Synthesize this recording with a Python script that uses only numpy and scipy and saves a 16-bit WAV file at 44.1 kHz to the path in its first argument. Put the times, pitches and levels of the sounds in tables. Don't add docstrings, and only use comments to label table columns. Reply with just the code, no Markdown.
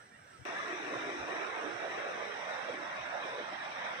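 import sys
import numpy as np
from scipy import signal
from scipy.fft import next_fast_len
from scipy.io import wavfile
from scipy.ndimage import uniform_filter1d

SR = 44100
rng = np.random.default_rng(int(sys.argv[2]) if len(sys.argv) > 2 else 0)


def to_wav(s):
    ch = np.atleast_2d(s).T
    pcm = np.round(np.clip(ch, -1, 1) * 32767)
    wavfile.write(sys.argv[1], SR, pcm.astype(np.int16))


N = 176400

# f/Hz, left/dB, right/dB
LANE_SPECTRUM = [(30, -112, -111), (154, -90, -89.5), (302, -93.5, -93.5), (500, -95, -93),
                 (750, -93.5, -91), (1050, -100, -96.5), (1450, -93, -87), (1880, -93.5, -91.5),
                 (2220, -98, -99), (2620, -105, -99), (3750, -109, -102), (4870, -113, -110),
                 (5600, -103, -100), (7300, -120, -119), (7380, -104, -129), (8570, -100, -135),
                 (10300, -122, -133), (15500, -124, -124)]
# f/Hz, coherence, left lead/rad
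LANE_STEREO = [(60, 0.8, 0.5), (202, 1, -0.7), (437, 0.7, 1.95), (710, 0.1, -3.5), (800, 0.46, -4),
               (1060, 0.76, -2.5), (1420, 0.45, -4), (1670, .25, -5.5), (1980, 0.7, -6), (2660, 0.1, -8),
               (6000, 0.7, -8)]
# t/s, level/dB
LANE_GAIN = [(0, 2), (.1, -2), (.25, 0), (.33, 1.5), (.45, 0.5)]
# centre t/s, length/s, start f/Hz, end f/Hz, right level/dB
WHISTLE_EVENTS = [(0.007, .05, 1364, 1434, -57.5), (.009, 0.029, 1844, 1740, -57),
                  (0.036, .035, 1680, 1720, -64), (0.065, .045, 2020, 1970, -62),
                  (0.127, 0.026, 2300, 2360, -63), (.142, 0.062, 1810, 1860, -56),
                  (0.156, 0.042, 2770, 2750, -66), (0.17, .045, 1950, 1895, -58.5),
                  (.243, 0.058, 2180, 2290, -66), (0.248, 0.036, 1526, 1510, -63),
                  (0.299, .035, 1650, 1600, -59), (.315, .04, 1835, 1830, -62),
                  (0.356, 0.074, 1380, 1250, -55), (.44, .04, 2290, 2260, -63)]
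# centre t/s, length/s, f/Hz, left/dB, right/dB
BUFFET_EVENTS = [(0.413, 0.059, 111, -50, -63), (.968, 0.056, 129, -58, -55), (1.225, 0.1, 106, -60, -57),
                 (1.76, 0.08, 134, -61, -59), (3.012, 0.1, 91, -61.5, -65)]
# f/Hz, start left/dB, start right/dB, end left/dB, end right/dB
RUSH_SPECTRUM = [(310, -70, -70, -80, -69.5), (494, -78.5, -73.5, -70, -69), (690, -71, -68, -74.5, -70),
                 (880, -81.5, -71.5, -74.5, -70.5), (1150, -77.5, -69, -75.5, -71),
                 (1460, -75, -69.5, -79.5, -72), (1790, -70.5, -72.5, -74, -70.5),
                 (2105, -73.0, -78.5, -74, -78), (2374, -72.5, -90, -75, -82.0), (2673, -77, -88, -81, -84),
                 (2940, -85.5, -87.5, -88, -84), (3230, -98, -83.5, -104, -81),
                 (3550, -93, -81.0, -88, -82.0), (3900, -86, -81, -88.5, -80.5),
                 (4056, -97, -90.5, -99, -91), (4230, -100.5, -93.5, -99.5, -94.5),
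                 (4320, -104, -95.5, -101.0, -91), (4650, -96.5, -104.0, -105.0, -95.5),
                 (5210, -92, -95.5, -94, -87.5), (5270, -87.5, -88.5, -89.5, -88),
                 (5900, -90, -84.0, -103.5, -87.5), (6200, -109.0, -89, -110.5, -95),
                 (6430, -104.5, -91, -110.5, -98.5), (6830, -107.0, -106.0, -112.0, -117.0),
                 (7400, -97.5, -131.0, -103.5, -116.5), (8330, -94.5, -146.0, -97.5, -138.5),
                 (9390, -103.5, -144.0, -111.0, -145.0), (10160, -120.0, -143.5, -117.5, -133.5),
                 (11600, -115.0, -129.5, -117.5, -129.0), (12500, -119.0, -132.5, -125.0, -131.5),
                 (15300, -126.0, -124.0, -124.0, -125.0)]
# t/s, mid left/dB, mid right/dB, treble/dB
RUSH_GAIN = [(.45, 1.5, -1, -0.5), (.58, 1, 0.1, 0), (.8, 0, 0, -0.1), (1, 0.7, -0.6, 0.7),
             (1.17, -1, -1.7, 0), (1.36, 2, 2.9, -0.4), (1.58, 1, 1.5, -1.4), (1.76, -2.5, 0.9, -0.5),
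             (1.95, 2.5, .2, 0), (2.17, -1.5, -1, -0.9), (2.55, -1, 0.6, 0), (2.95, 0.7, 0, -1.2),
             (3.17, 0.8, 0.5, -1), (3.38, 0.7, -0.9, 0.5), (3.56, -3.2, -0.7, -1), (3.76, 1.5, 0.4, 0),
             (4, 0, 1.2, 1)]
# t/s, left f/Hz, right f/Hz
WIND_FILTER_CUTOFF = [(.45, 392, 274), (.62, 470, 294), (.73, 275, 263), (1.18, 270, 262), (1.27, 343, 290),
                      (1.45, 350, 320), (1.56, 446, 340), (1.66, 444, 266), (1.85, 437, 333),
                      (2.1, 455, 330), (2.35, 580, 390), (2.46, 550, 485), (2.7, 462, 450),
                      (2.87, 570, 570), (3.08, 600, 552), (3.2, 480, 490), (3.42, 450, 457),
                      (3.58, 610, 630), (3.76, 565, 493), (4, 484, 460)]
# f/Hz, left/dB, right/dB
SUPPRESSOR_DEPTH = [(400, 3, 2), (900, 5.5, 3.2), (1700, 4, 3.8), (2400, 4, 5), (3300, 5, 5),
                    (4800, 6, 5.5), (6000, 6, 3), (8200, 3, 2)]
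# f/Hz, left/dB, right/dB
MURMUR_SPECTRUM = [(25, -108, -108), (50.6, -101, -100), (81, -97.5, -95), (140, -85.5, -86),
                   (229, -86, -83.5), (374, -84, -82.5), (700, -99, -99), (1500, -115, -115),
                   (4000, -150, -150)]
# f/Hz, coherence, left lead/rad
VALLEY_STEREO = [(30, 0.7, 4.5), (120, 1, -0.2), (273, 0.75, 0), (540, 0.47, -0.72), (870, 0.46, -1.7),
                 (1300, 0.7, -2), (1660, 0.63, -1.5), (1890, 0.43, -1), (2260, 0, -2), (2620, 0.27, -3),
                 (2920, 0.19, -3.5), (3410, 0.22, -3), (3680, 0.74, -0.5), (4070, 0.2, 0.5),
                 (4230, .1, -1.5), (4750, 0.28, 0.5), (5800, .2, 4.5), (7000, 0, 4)]
# centre t/s, length/s, f/Hz, width/Hz, left/dB, right/dB
SURGE_EVENTS = [(.568, 0.064, 1708, 130, -41, -39), (.6, 0.048, 1247, 160, -47, -37.5),
                (0.735, 0.1, 350.5, 120, -46, -43), (0.938, 0.053, 482.4, 307, -41, -38.5),
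                (0.965, 0.032, 563, 302, -44, -38), (1.081, 0.089, 379, 141, -48.5, -44),
                (1.167, 0.048, 302.5, 110, -44, -48), (1.321, .12, 499.7, 343, -53, -43),
                (1.656, 0.099, 450.6, 340, -47.5, -44), (1.851, 0.09, 581, 200, -44, -40),
                (2.031, 0.23, 540, 260, -69, -45), (2.224, 0.3, 448.5, 123, -66, -46),
                (2.508, 0.13, 640, 240, -49, -43.5), (2.707, 0.042, 523, 130, -40.5, -37.5),
                (2.74, .025, 483, 252, -43, -44), (2.76, 0.23, 330, 100, -58, -47),
                (3.15, 0.08, 651, 220, -49, -38), (3.256, .03, 346, 130, -57, -46.5),
                (3.205, 0.041, 691, 200, -46, -39.5), (3.31, 0.24, 575, 210, -46, -49),
                (3.395, 0.1, 542, 198, -43, -43), (3.41, .12, 317.3, 150, -59, -52),
                (3.533, 0.026, 296, 150, -55, -48)]

VALLEY_START_S = 0.4525
FRAME, HOP = 2048, 256
BIN_HZ = np.fft.rfftfreq(FRAME, 1 / SR)
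FRAME_S = np.arange(N // HOP + 5) * HOP / SR


def amp(db):
    return 10 ** (np.asarray(db) / 20)


def unit_rms(x):
    return x / np.sqrt(np.mean(abs(x) ** 2) + 1e-20)


def over_hz(table):
    hz, *columns = np.transpose(table)
    return np.array([np.interp(np.log(BIN_HZ + 1), np.log(hz), c) for c in columns])[:, None]


def over_time(table):
    t_s, *columns = np.transpose(table)
    return np.array([np.interp(FRAME_S, t_s, c) for c in columns])[:, :, None]


def add(mix, centre_s, sound):
    start = round(centre_s * SR) - sound.shape[1] // 2
    sound = sound[:, max(-start, 0):]
    part = mix[:, max(start, 0):][:, :sound.shape[1]]
    part += sound[:, :part.shape[1]]


def patches(size_s, size_hz):
    shape = next_fast_len(len(FRAME_S)), next_fast_len(len(BIN_HZ))
    time_cycles = np.fft.fftfreq(shape[0], HOP / SR)[:, None] * size_s
    freq_cycles = np.fft.rfftfreq(shape[1], SR / FRAME) * size_hz
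    blur = np.exp(-(np.pi * time_cycles) ** 2) * np.exp(-(np.pi * freq_cycles) ** 2)
    field = np.fft.irfft2(np.fft.rfft2(rng.standard_normal(shape)) * blur, shape)
    return unit_rms(field[:len(FRAME_S), :len(BIN_HZ)])


def port_noise(density, stereo):
    white = rng.standard_normal((2, (len(FRAME_S) - 1) * HOP)) * np.sqrt(SR / 2)
    left, independent = signal.stft(white, nperseg=FRAME, noverlap=FRAME - HOP)[2].swapaxes(1, 2)
    coherence, lead_rad = over_hz(stereo)
    coherence = np.clip(coherence, 0, 1)
    right = coherence * left + np.sqrt(1 - coherence ** 2) * independent
    spectra = density * np.array([left, right * np.exp(-1j * lead_rad)])
    return signal.istft(spectra.swapaxes(1, 2), nperseg=FRAME, noverlap=FRAME - HOP)[1][:, :N]


def puff(length_s, start_hz, end_hz, width_hz):
    real, imag = rng.standard_normal((2, SR // 2))
    band = np.exp(-2 * (np.fft.fftfreq(len(real), 1 / SR) / width_hz) ** 2)
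    n = int(length_s * SR)
    baseband = np.fft.ifft((real + 1j * imag) * band)[:n]
    swell = np.sin(np.linspace(0, np.pi, n))
    cycles = np.cumsum(np.linspace(start_hz, end_hz, n)) / SR
    return unit_rms(baseband * swell) * np.exp(2j * np.pi * cycles)


def lane_hiss():
    flicker_db = 2.5 * patches(size_s=0.027, size_hz=70)
    return port_noise(amp(over_hz(LANE_SPECTRUM) + over_time(LANE_GAIN) + flicker_db), LANE_STEREO)


def whistles(left_offset_db=-13.5):
    out = np.zeros((2, N))
    for t_s, length_s, start_hz, end_hz, right_db in WHISTLE_EVENTS:
        tone = puff(length_s, start_hz, end_hz, width_hz=16).real
        add(out, t_s, np.outer(amp([right_db + left_offset_db, right_db]), tone))
    return out


def buffets():
    out = np.zeros((2, N))
    for t_s, length_s, hz, left_db, right_db in BUFFET_EVENTS:
        bump = puff(length_s, hz, hz, width_hz=63).real
        add(out, t_s, np.outer(amp([left_db, right_db]), bump))
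    return out


def rush_colour_db(treble_from_hz=870, treble_full_hz=4300):
    progress = np.clip((FRAME_S - VALLEY_START_S) / (N / SR - VALLEY_START_S), 0, 1)[:, None]
    start_db, end_db = np.split(over_hz(RUSH_SPECTRUM), 2)
    drift_db = (1 - progress) * start_db + progress * end_db
    mid_db, treble_db = np.split(over_time(RUSH_GAIN), [2])
    treble_share = np.clip((BIN_HZ - treble_from_hz) / (treble_full_hz - treble_from_hz), 0, 1)
    return drift_db + (1 - treble_share) * mid_db + treble_share * treble_db


def rush_churn_db(low_corner_hz=900):
    patch_db = 0.13 * patches(size_s=0.029, size_hz=400)
    flicker_db = 0.56 * patches(size_s=0.009, size_hz=SR / 2)
    low_depth_db = 2 * np.exp(-(BIN_HZ / low_corner_hz) ** 2)
    return patch_db + flicker_db + low_depth_db * patches(size_s=0.047, size_hz=112)


def wind_filter(order=14.4, peak_db=1.5, peak_ratio=1.19, peak_width_oct=0.19):
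    cutoff_ratio = over_time(WIND_FILTER_CUTOFF) / (BIN_HZ + 1)
    resonance_db = peak_db * np.exp(-(np.log2(cutoff_ratio * peak_ratio) / peak_width_oct) ** 2)
    return amp(resonance_db) / np.hypot(1, cutoff_ratio ** order)


def suppressor_flicker(skew=0.19):
    field = np.array([patches(size_s=0.026, size_hz=54) for channel in range(2)])
    gain = amp(over_hz(SUPPRESSOR_DEPTH) * (field - skew * field ** 2))
    mean_power = np.mean(gain ** 2, axis=1, keepdims=True)
    return gain / np.sqrt(uniform_filter1d(mean_power, size=9, axis=2))


def valley_rush():
    rush = amp(rush_colour_db() + rush_churn_db()) * wind_filter() * suppressor_flicker()
    murmur = amp(over_hz(MURMUR_SPECTRUM))
    return port_noise(np.hypot(rush, murmur), VALLEY_STEREO)


def surges():
    out = np.zeros((2, N))
    lead_rad = over_hz(VALLEY_STEREO)[1, 0]
    for t_s, length_s, hz, width_hz, left_db, right_db in SURGE_EVENTS:
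        right = puff(length_s, hz, hz, width_hz)
        left = right * np.exp(1j * np.interp(hz, BIN_HZ, lead_rad))
        add(out, t_s, np.real([amp(left_db) * left, amp(right_db) * right]))
    return out


def scene():
    in_lane = np.arange(N) / SR < VALLEY_START_S
    return np.where(in_lane, lane_hiss() + whistles(), valley_rush()) + surges() + buffets()


def record(dry, cutoff_hz=15750):
    lowpass = signal.firwin(511, cutoff_hz, window=("kaiser", 9), fs=SR)
    return signal.oaconvolve(dry, lowpass[None], "same")


dry = scene()
out = record(dry)
to_wav(out)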